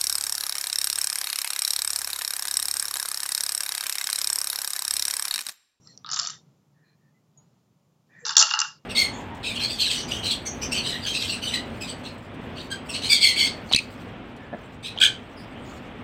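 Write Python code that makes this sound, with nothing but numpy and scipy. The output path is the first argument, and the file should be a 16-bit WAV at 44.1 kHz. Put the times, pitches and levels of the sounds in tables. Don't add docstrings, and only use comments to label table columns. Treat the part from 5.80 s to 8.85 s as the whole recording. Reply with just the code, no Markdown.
import sys
import numpy as np
from scipy import signal
from scipy.fft import rfft, irfft
from scipy.io import wavfile
from scipy.ndimage import uniform_filter1d

SR = 44100
rng = np.random.default_rng(int(sys.argv[2]) if len(sys.argv) > 2 else 0)


def attenuation_scalar(level_db):
    decades = np.asarray(level_db, float) / 20
    return 10 ** decades


def dump(signal):
    limited = np.clip(np.atleast_2d(signal).T, -1, 1)
    pcm = np.round(limited * 32767).astype(np.int16)
    wavfile.write(sys.argv[1], SR, pcm)


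N = 134505

# start in seconds, peak level in dB, shell ring against crack in dB,
# upper shell modes against lower in dB, centre of the crack in Hz.
FIRST_ROLL_KNOCKS = [(.0725, -37, -26, 0, 5000), (.175, -30.5, -37.5, 0, 5400),
                     (.2452, -33, -5.5, -13.5, 3400), (.2622, -28.5, -15.5, -12, 3984),
                     (.2697, -33, -9.5, -13, 4300), (.279, -50, 7.5, -16, 4500),
                     (.2903, -25.5, -7.5, -8, 4400), (.3005, -23.5, -16.5, -6.5, 5000),
                     (.314, -15, -23.5, -4, 5700), (.317, -24, -19.5, -4.5, 6800),
                     (.3213, -18.5, -21.5, -4, 5900), (.3295, -23, -18.5, -1, 4400),
                     (.3318, -15.5, -18, -6.5, 4700), (.334, -20.5, -20, -4.5, 6200),
                     (.3405, -21, -18.5, -4, 4600), (.3425, -13, -24, -4, 5900),
                     (.3608, -16.5, -24, -4, 5500), (.369, -23, -6.5, -4.5, 3720),
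                     (.374, -22, -13.5, -4, 6500), (.3895, -12.5, -16, -4.5, 5600),
                     (.3922, -14, -14.5, -3.5, 5550), (.3965, -7, -26.5, -5, 5560),
                     (.4095, -25, -12, -4.5, 5360), (.4145, -21.5, -17, -5, 5900),
                     (.4235, -27, -20, -5, 5500), (.4305, -21, -18.5, 0, 5400),
                     (.4393, -25, -11.5, 0.5, 5540), (.4497, -23.5, -19, 4, 4940),
                     (.46, -28.5, -11, 2.5, 4500), (.4715, -13.5, -20, -3.5, 5800),
                     (.4848, -26.5, -15.5, -1, 5740), (.4975, -26, -13.5, -2.5, 5000),
                     (.502, -18.5, -23.5, 7, 6300)]
# start in seconds, peak level in dB, shell ring against crack in dB,
# upper shell modes against lower in dB, centre of the crack in Hz.
TIPPING_KNOCKS = [(2.4518, -16.5, -18.5, -3, 4530), (2.4545, -19, -22, 0.5, 5000),
                  (2.457, -25, -21, -0.5, 5800), (2.4648, -14.5, -16.5, -2, 5300),
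                  (2.479, -24.5, -22, 1, 5400), (2.4827, -15, -29, -0.5, 5000),
                  (2.4922, -14.5, -14, -5.5, 4460), (2.4955, -19, -19, -4.5, 5000),
                  (2.5052, -20.5, -9, -0.5, 4600), (2.5072, -20, -9, 1.5, 6800),
                  (2.517, -27, -10, -5, 5320), (2.5532, -20.5, -11.5, -6, 4800), (2.5669, 5, -24, 0, 5155),
                  (2.575, -10.5, -19.5, -0.5, 6520), (2.5794, -5, -27, -0.5, 6300),
                  (2.5806, 1, -32.5, -0.5, 6460), (2.5904, -5, -27.5, -0.5, 6800),
                  (2.5918, 0, -30, -4, 7250), (2.5937, -3, -30.5, 0, 5560), (2.596, -5.5, -32, -1.5, 5810),
                  (2.5976, -1.5, -30.5, -0.5, 5300), (2.5997, -4.5, -30, -0.5, 7300),
                  (2.6028, -1.5, -29.5, -1, 6200), (2.6055, -6, -24.5, 1, 6600),
                  (2.6088, -8.5, -30, -1, 5400), (2.6132, -1.5, -20.5, -0.5, 5110),
                  (2.6163, -9, -25, -1.5, 5400), (2.6208, -13, -24.5, 0.5, 5200),
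                  (2.6241, -5, -11, 7, 5080), (2.6263, -5.5, -21, -0.5, 6800),
                  (2.6338, -15, -19.5, -6, 5220), (2.656, -17, -18.5, -5, 5480)]
# start in seconds, peak level in dB, shell ring against crack in dB,
# upper shell modes against lower in dB, centre of the crack in Hz.
SETTLING_KNOCKS = [(2.669, -21, -10, -7.5, 5000), (2.705, -18.5, -12.5, -0.5, 4700),
                   (2.71, -14.5, -5, -3, 4690), (2.7364, -22.5, 3, 5, 5000), (2.7378, -10, -11.5, -5, 4960),
                   (2.7492, -26.5, -7.5, -7.5, 5210), (2.758, -30.5, 4, -10.5, 4990),
                   (2.7703, -31, 6.5, -11, 4810), (2.7835, -35.5, 6, -3, 5000),
                   (2.7897, -9, -18.5, 5, 5300), (2.7984, -17.5, -16, 13, 4800),
                   (2.8011, -6.5, -23, 5, 5900), (2.8152, -8.5, -9.5, 2, 5100), (2.847, -30, 1, -18, 5130),
                   (2.8596, -27.5, -13, -1, 5330)]
# pitch in Hz, level in dB, time to fade by 60 dB in seconds.
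SHELL_ON_SIDE = [(930, -17, 0.025), (1190, -4, 0.009), (1292, 2.5, 0.02007), (1517, -0.5, 0.013),
                 (1892, -9.5, 0.016), (2450, -13, 0.015), (2946, -1.5, 0.015), (3715, -3.5, 0.02)]
# pitch in Hz, level in dB, time to fade by 60 dB in seconds.
SHELL_UPRIGHT = [(860.5, -6, 0.07), (1160, 0, .025), (1330, 3.5, 0.027), (1436, -0.5, .025),
                 (1595, 0, 0.024), (1971, -15.5, 0.032), (2305, -20.5, 0.026), (2798, -1.5, .045),
                 (2866, -12, 0.057), (3540, -14, 0.022)]
# pitch in Hz, level in dB.
WALL_MODES = [(3300, -3.5), (3650, -1.5), (4050, -6), (4450, 0), (4750, -7.5), (5100, 1), (5530, -0.5),
              (5900, -1.5), (6180, -2.5), (6500, -4), (6900, -1.5), (7200, 0.5), (7420, -2)]
# time in seconds, level in dB.
FIRST_STIR_LEVEL = [(.275, -71), (.31, -46), (.34, -37.5), (.4, -42), (.45, -40.5), (.52, -46), (.56, -56)]
# time in seconds, level in dB.
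SECOND_STIR_LEVEL = [(2.445, -63.5), (2.455, -37.5), (2.53, -36.5), (2.56, -65), (2.6, -21.5),
                     (2.63, -38.5), (2.7, -35.5), (2.85, -46.5), (2.92, -58)]
# start in
# seconds, length in seconds, level in dB, pitch in Hz, width in Hz.
SOFT_NOISES = [(0, .19, -62.5, 5700, 600), (.044, .12, -57, 4256, 250), (.066, .071, -67.5, 1940, 154),
               (.052, .04, -66.5, 1300, 148), (.93, .24, -71.5, 1780, 240), (1.028, .14, -78, 2420, 120),
               (1.032, .13, -73.5, 4140, 250), (1.18, .15, -75, 1818, 147), (1.323, .092, -78, 2010, 90),
               (2.29, .2, -54.5, 1822, 200), (2.296, .15, -66, 2380, 144), (2.327, .052, -73, 3520, 119),
               (2.383, .066, -65, 7460, 250), (2.389, .04, -69, 6230, 313), (2.416, .09, -54.5, 475, 40),
               (2.39, .06, -69, 6800, 250), (.285, .09, -55, 750, 40), (.406, .076, -52, 700, 50),
               (2.56, .12, -47, 670, 150), (1.56, .1, -72, 897, 900), (.46, .15, -60, 3620, 160),
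               (.49, .09, -58, 1850, 250), (0, .16, -67, 7400, 300), (2.87, .13, -60, 5000, 1200)]
# start in seconds, level in dB, pitch in Hz, time to fade by 60 dB in seconds.
TAG_TICKS = [
    (1.574, -51.5, 6760, 0.11),
    (1.62, -69, 6860, 0.12),
]
# frequency in Hz, level in dB per Hz.
RUMBLE_COLOUR = [(25, -47), (60, -29.5), (140, -0.5), (300, -16.5), (700, -23), (1300, -28), (1600, -36.5),
                 (7500, -37)]
# time in seconds, level in dB.
RUMBLE_LEVEL = [(0, -61), (.6, -61.5), (.85, -66.5), (1.5, -67), (1.62, -63), (1.9, -67), (2.25, -67),
                (2.38, -59.5), (2.7, -70.5), (3.05, -62)]

CRACK_T60_S, CRACK_SPREAD_OCT, CRACK_SCATTER_DB = 0.012, 0.41, 3
CONTACT_S, CRACK_RISE_S = 0.0003, 0.0003
NARROWING = 0.2
SHELL_DB, SHELL_SCATTER_DB, SHELL_RISE_S = 5.5, 4, 0.0013
SHELL_WOBBLE_HZ, UPPER_FROM_HZ = 14, 1800
TICKS_PER_S, TICK_SHELL_DB = 780, -9.5
ROOM_DB, ROOM_GAP_S, ROOM_SPLIT_HZ = -9.5, 0.0043, 7020
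ROOM_T60_S, ROOM_BRIGHT_T60_S = 0.25, 0.13
GATE_DB, OVERLOAD, LOW_CUT_HZ = -84, 0.9, 825
RUMBLE_BOOST_DB = 2.5
TOP_HZ, CEILING, HISS_DB = 7488, 0.993, -83


def curve(rows):
    return np.interp(np.arange(N) / SR, *np.transpose(rows))


def rms_one(x):
    return x / np.sqrt(np.mean(x ** 2) + 1e-20)


def ring(clicks, hz, t60):
    r = attenuation_scalar(-60 / (t60 * SR))
    w = 2 * np.pi * hz / SR
    return signal.lfilter([0, np.sin(w)], [1, -2 * r * np.cos(w), r * r], clicks + 1e-18)


def press_in(t, rise_s):
    return 1 - np.exp(-(t / rise_s) ** 2)


def wall_crack(t, peak_db, centre_hz):
    hz, db = np.transpose(WALL_MODES)
    count = len(hz)
    spread_oct = CRACK_SPREAD_OCT * attenuation_scalar(peak_db) ** NARROWING
    near = np.exp(-0.5 * (np.log2(hz / centre_hz) / spread_oct) ** 2)
    lag = np.maximum(t - CONTACT_S * np.abs(rng.standard_normal(count)), 0)
    level_db = db + CRACK_SCATTER_DB * rng.standard_normal(count) - 60 * lag / CRACK_T60_S
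    bent_hz = hz * (1 + 0.019 * rng.standard_normal(count))
    tones = near * attenuation_scalar(level_db) * press_in(lag, CRACK_RISE_S) * np.sin(2 * np.pi * bent_hz * lag)
    crack = np.sum(tones, axis=1)
    return crack / np.abs(crack).max()


def shell_ring(t, upper_db, shell):
    hz, db, t60 = np.transpose(shell)
    count = len(hz)
    start_db = db + upper_db * (hz > UPPER_FROM_HZ) + SHELL_SCATTER_DB * rng.standard_normal(count)
    bent_hz = hz + SHELL_WOBBLE_HZ * rng.standard_normal(count)
    tones = attenuation_scalar(start_db - 60 * t / t60) * press_in(t, SHELL_RISE_S) * np.sin(2 * np.pi * bent_hz * t)
    body = np.sum(tones, axis=1)
    return body / np.abs(body).max()


def knocks(rows, shell):
    out = np.zeros(N + SR)
    t = np.arange(3000)[:, None] / SR
    for s, peak_db, ring_db, upper_db, centre_hz in rows:
        crack = wall_crack(t, peak_db, centre_hz)
        body = shell_ring(t, upper_db, shell)
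        i = int(s * SR)
        out[i:i + len(t)] += attenuation_scalar(peak_db) * (crack + attenuation_scalar(ring_db + SHELL_DB) * body)
    return out[:N]


def stir(rows, shell):
    height = attenuation_scalar(3.6 * np.minimum(rng.exponential(1, N), 4))
    happens = rng.random(N) < TICKS_PER_S / SR
    ticks = height * rng.choice([-1, 1], N) * happens
    dealt = rng.integers(0, len(WALL_MODES), N)
    wall = np.zeros(N)
    for k, (hz, db) in enumerate(WALL_MODES):
        wall += attenuation_scalar(db) * ring(ticks * (dealt == k), hz, CRACK_T60_S)
    body = np.zeros(N)
    for hz, db, t60 in shell:
        body += attenuation_scalar(db) * ring(ticks * rng.standard_normal(N), hz, t60)
    before = (rows[0][0] - 0.01, -140)
    after = (rows[-1][0] + 0.01, -140)
    level = attenuation_scalar(curve([before] + list(rows) + [after]))
    return level * (rms_one(wall) + attenuation_scalar(TICK_SHELL_DB) * rms_one(body))


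def soft_noises():
    out, t = np.zeros(N), np.arange(N) / SR
    for s, length, db, hz, width_hz in SOFT_NOISES:
        t60 = np.log(1000) / np.pi / width_hz
        once = ring(rng.standard_normal(N), hz, t60)
        noise = rms_one(ring(once, hz, t60))
        swell = np.sin(np.pi * np.clip((t - s) / length, 0, 1)) ** 0.74
        out += attenuation_scalar(db) * noise * swell
    return out


def tag():
    out = np.zeros(N)
    for s, db, hz, t60 in TAG_TICKS:
        click = np.zeros(N)
        click[int(s * SR)] = attenuation_scalar(db)
        pair = ring(click, hz, t60) + 0.33 * ring(click, hz + 80, t60 * 0.64)
        out += ring(pair, hz, 0.008) / 20
    return out


def room(x):
    t = np.arange(SR // 2) / SR
    noise = rng.standard_normal(len(t))
    dull = signal.sosfilt(signal.butter(2, ROOM_SPLIT_HZ, fs=SR, output="sos"), noise)
    bright = signal.sosfilt(signal.butter(2, ROOM_SPLIT_HZ, "high", fs=SR, output="sos"), noise)
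    fading = dull * attenuation_scalar(-60 * t / ROOM_T60_S)
    echo = fading + bright * attenuation_scalar(-60 * t / ROOM_BRIGHT_T60_S)
    echo = echo * np.clip(t / ROOM_GAP_S, 0, 1) ** 2
    return attenuation_scalar(ROOM_DB) * signal.fftconvolve(x, echo / np.sqrt(np.sum(fading ** 2)))[:N]


def suppress(x):
    _, _, z = signal.stft(x, nperseg=512)
    power = uniform_filter1d(np.abs(z) ** 2, size=5, axis=0)
    power = uniform_filter1d(power, size=3, axis=1)
    gain = power / (power + attenuation_scalar(GATE_DB) ** 2)
    return signal.istft(z * gain, nperseg=512)[1][:N]


def air():
    hz = np.maximum(np.arange(N // 2 + 1) * SR / N, 1)
    colour_hz, colour_db = np.transpose(RUMBLE_COLOUR)
    shape = attenuation_scalar(np.interp(np.log(hz), np.log(colour_hz), colour_db))
    rumble = irfft(rfft(rng.standard_normal(N)) * shape, N)
    return attenuation_scalar(curve(RUMBLE_LEVEL) + RUMBLE_BOOST_DB) * rms_one(rumble)


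def scene():
    ball = knocks(FIRST_ROLL_KNOCKS, SHELL_ON_SIDE) + stir(FIRST_STIR_LEVEL, SHELL_ON_SIDE)
    ball = ball + knocks(list(TIPPING_KNOCKS) + list(SETTLING_KNOCKS), SHELL_UPRIGHT)
    ball = ball + stir(SECOND_STIR_LEVEL, SHELL_UPRIGHT)
    ball = ball + suppress(room(ball))
    ball = ball / (1 + np.abs(ball / OVERLOAD) ** 4) ** (1 / 4)
    ball = signal.sosfilt(signal.butter(8, LOW_CUT_HZ, "high", fs=SR, output="sos"), ball)
    return (ball + soft_noises() + tag() + air())[None]


def band_limit(x):
    return signal.sosfilt(signal.butter(12, 15750, fs=SR, output="sos"), x)


def record(dry):
    x = signal.sosfilt(signal.ellip(10, 0.5, 55, TOP_HZ, fs=SR, output="sos"), dry)
    top = CEILING * np.abs(x).max()
    x = np.clip(x, -top, top) + attenuation_scalar(HISS_DB) * rng.standard_normal(dry.shape)
    return band_limit(x)


dry = scene()
out = record(dry)
dump(out)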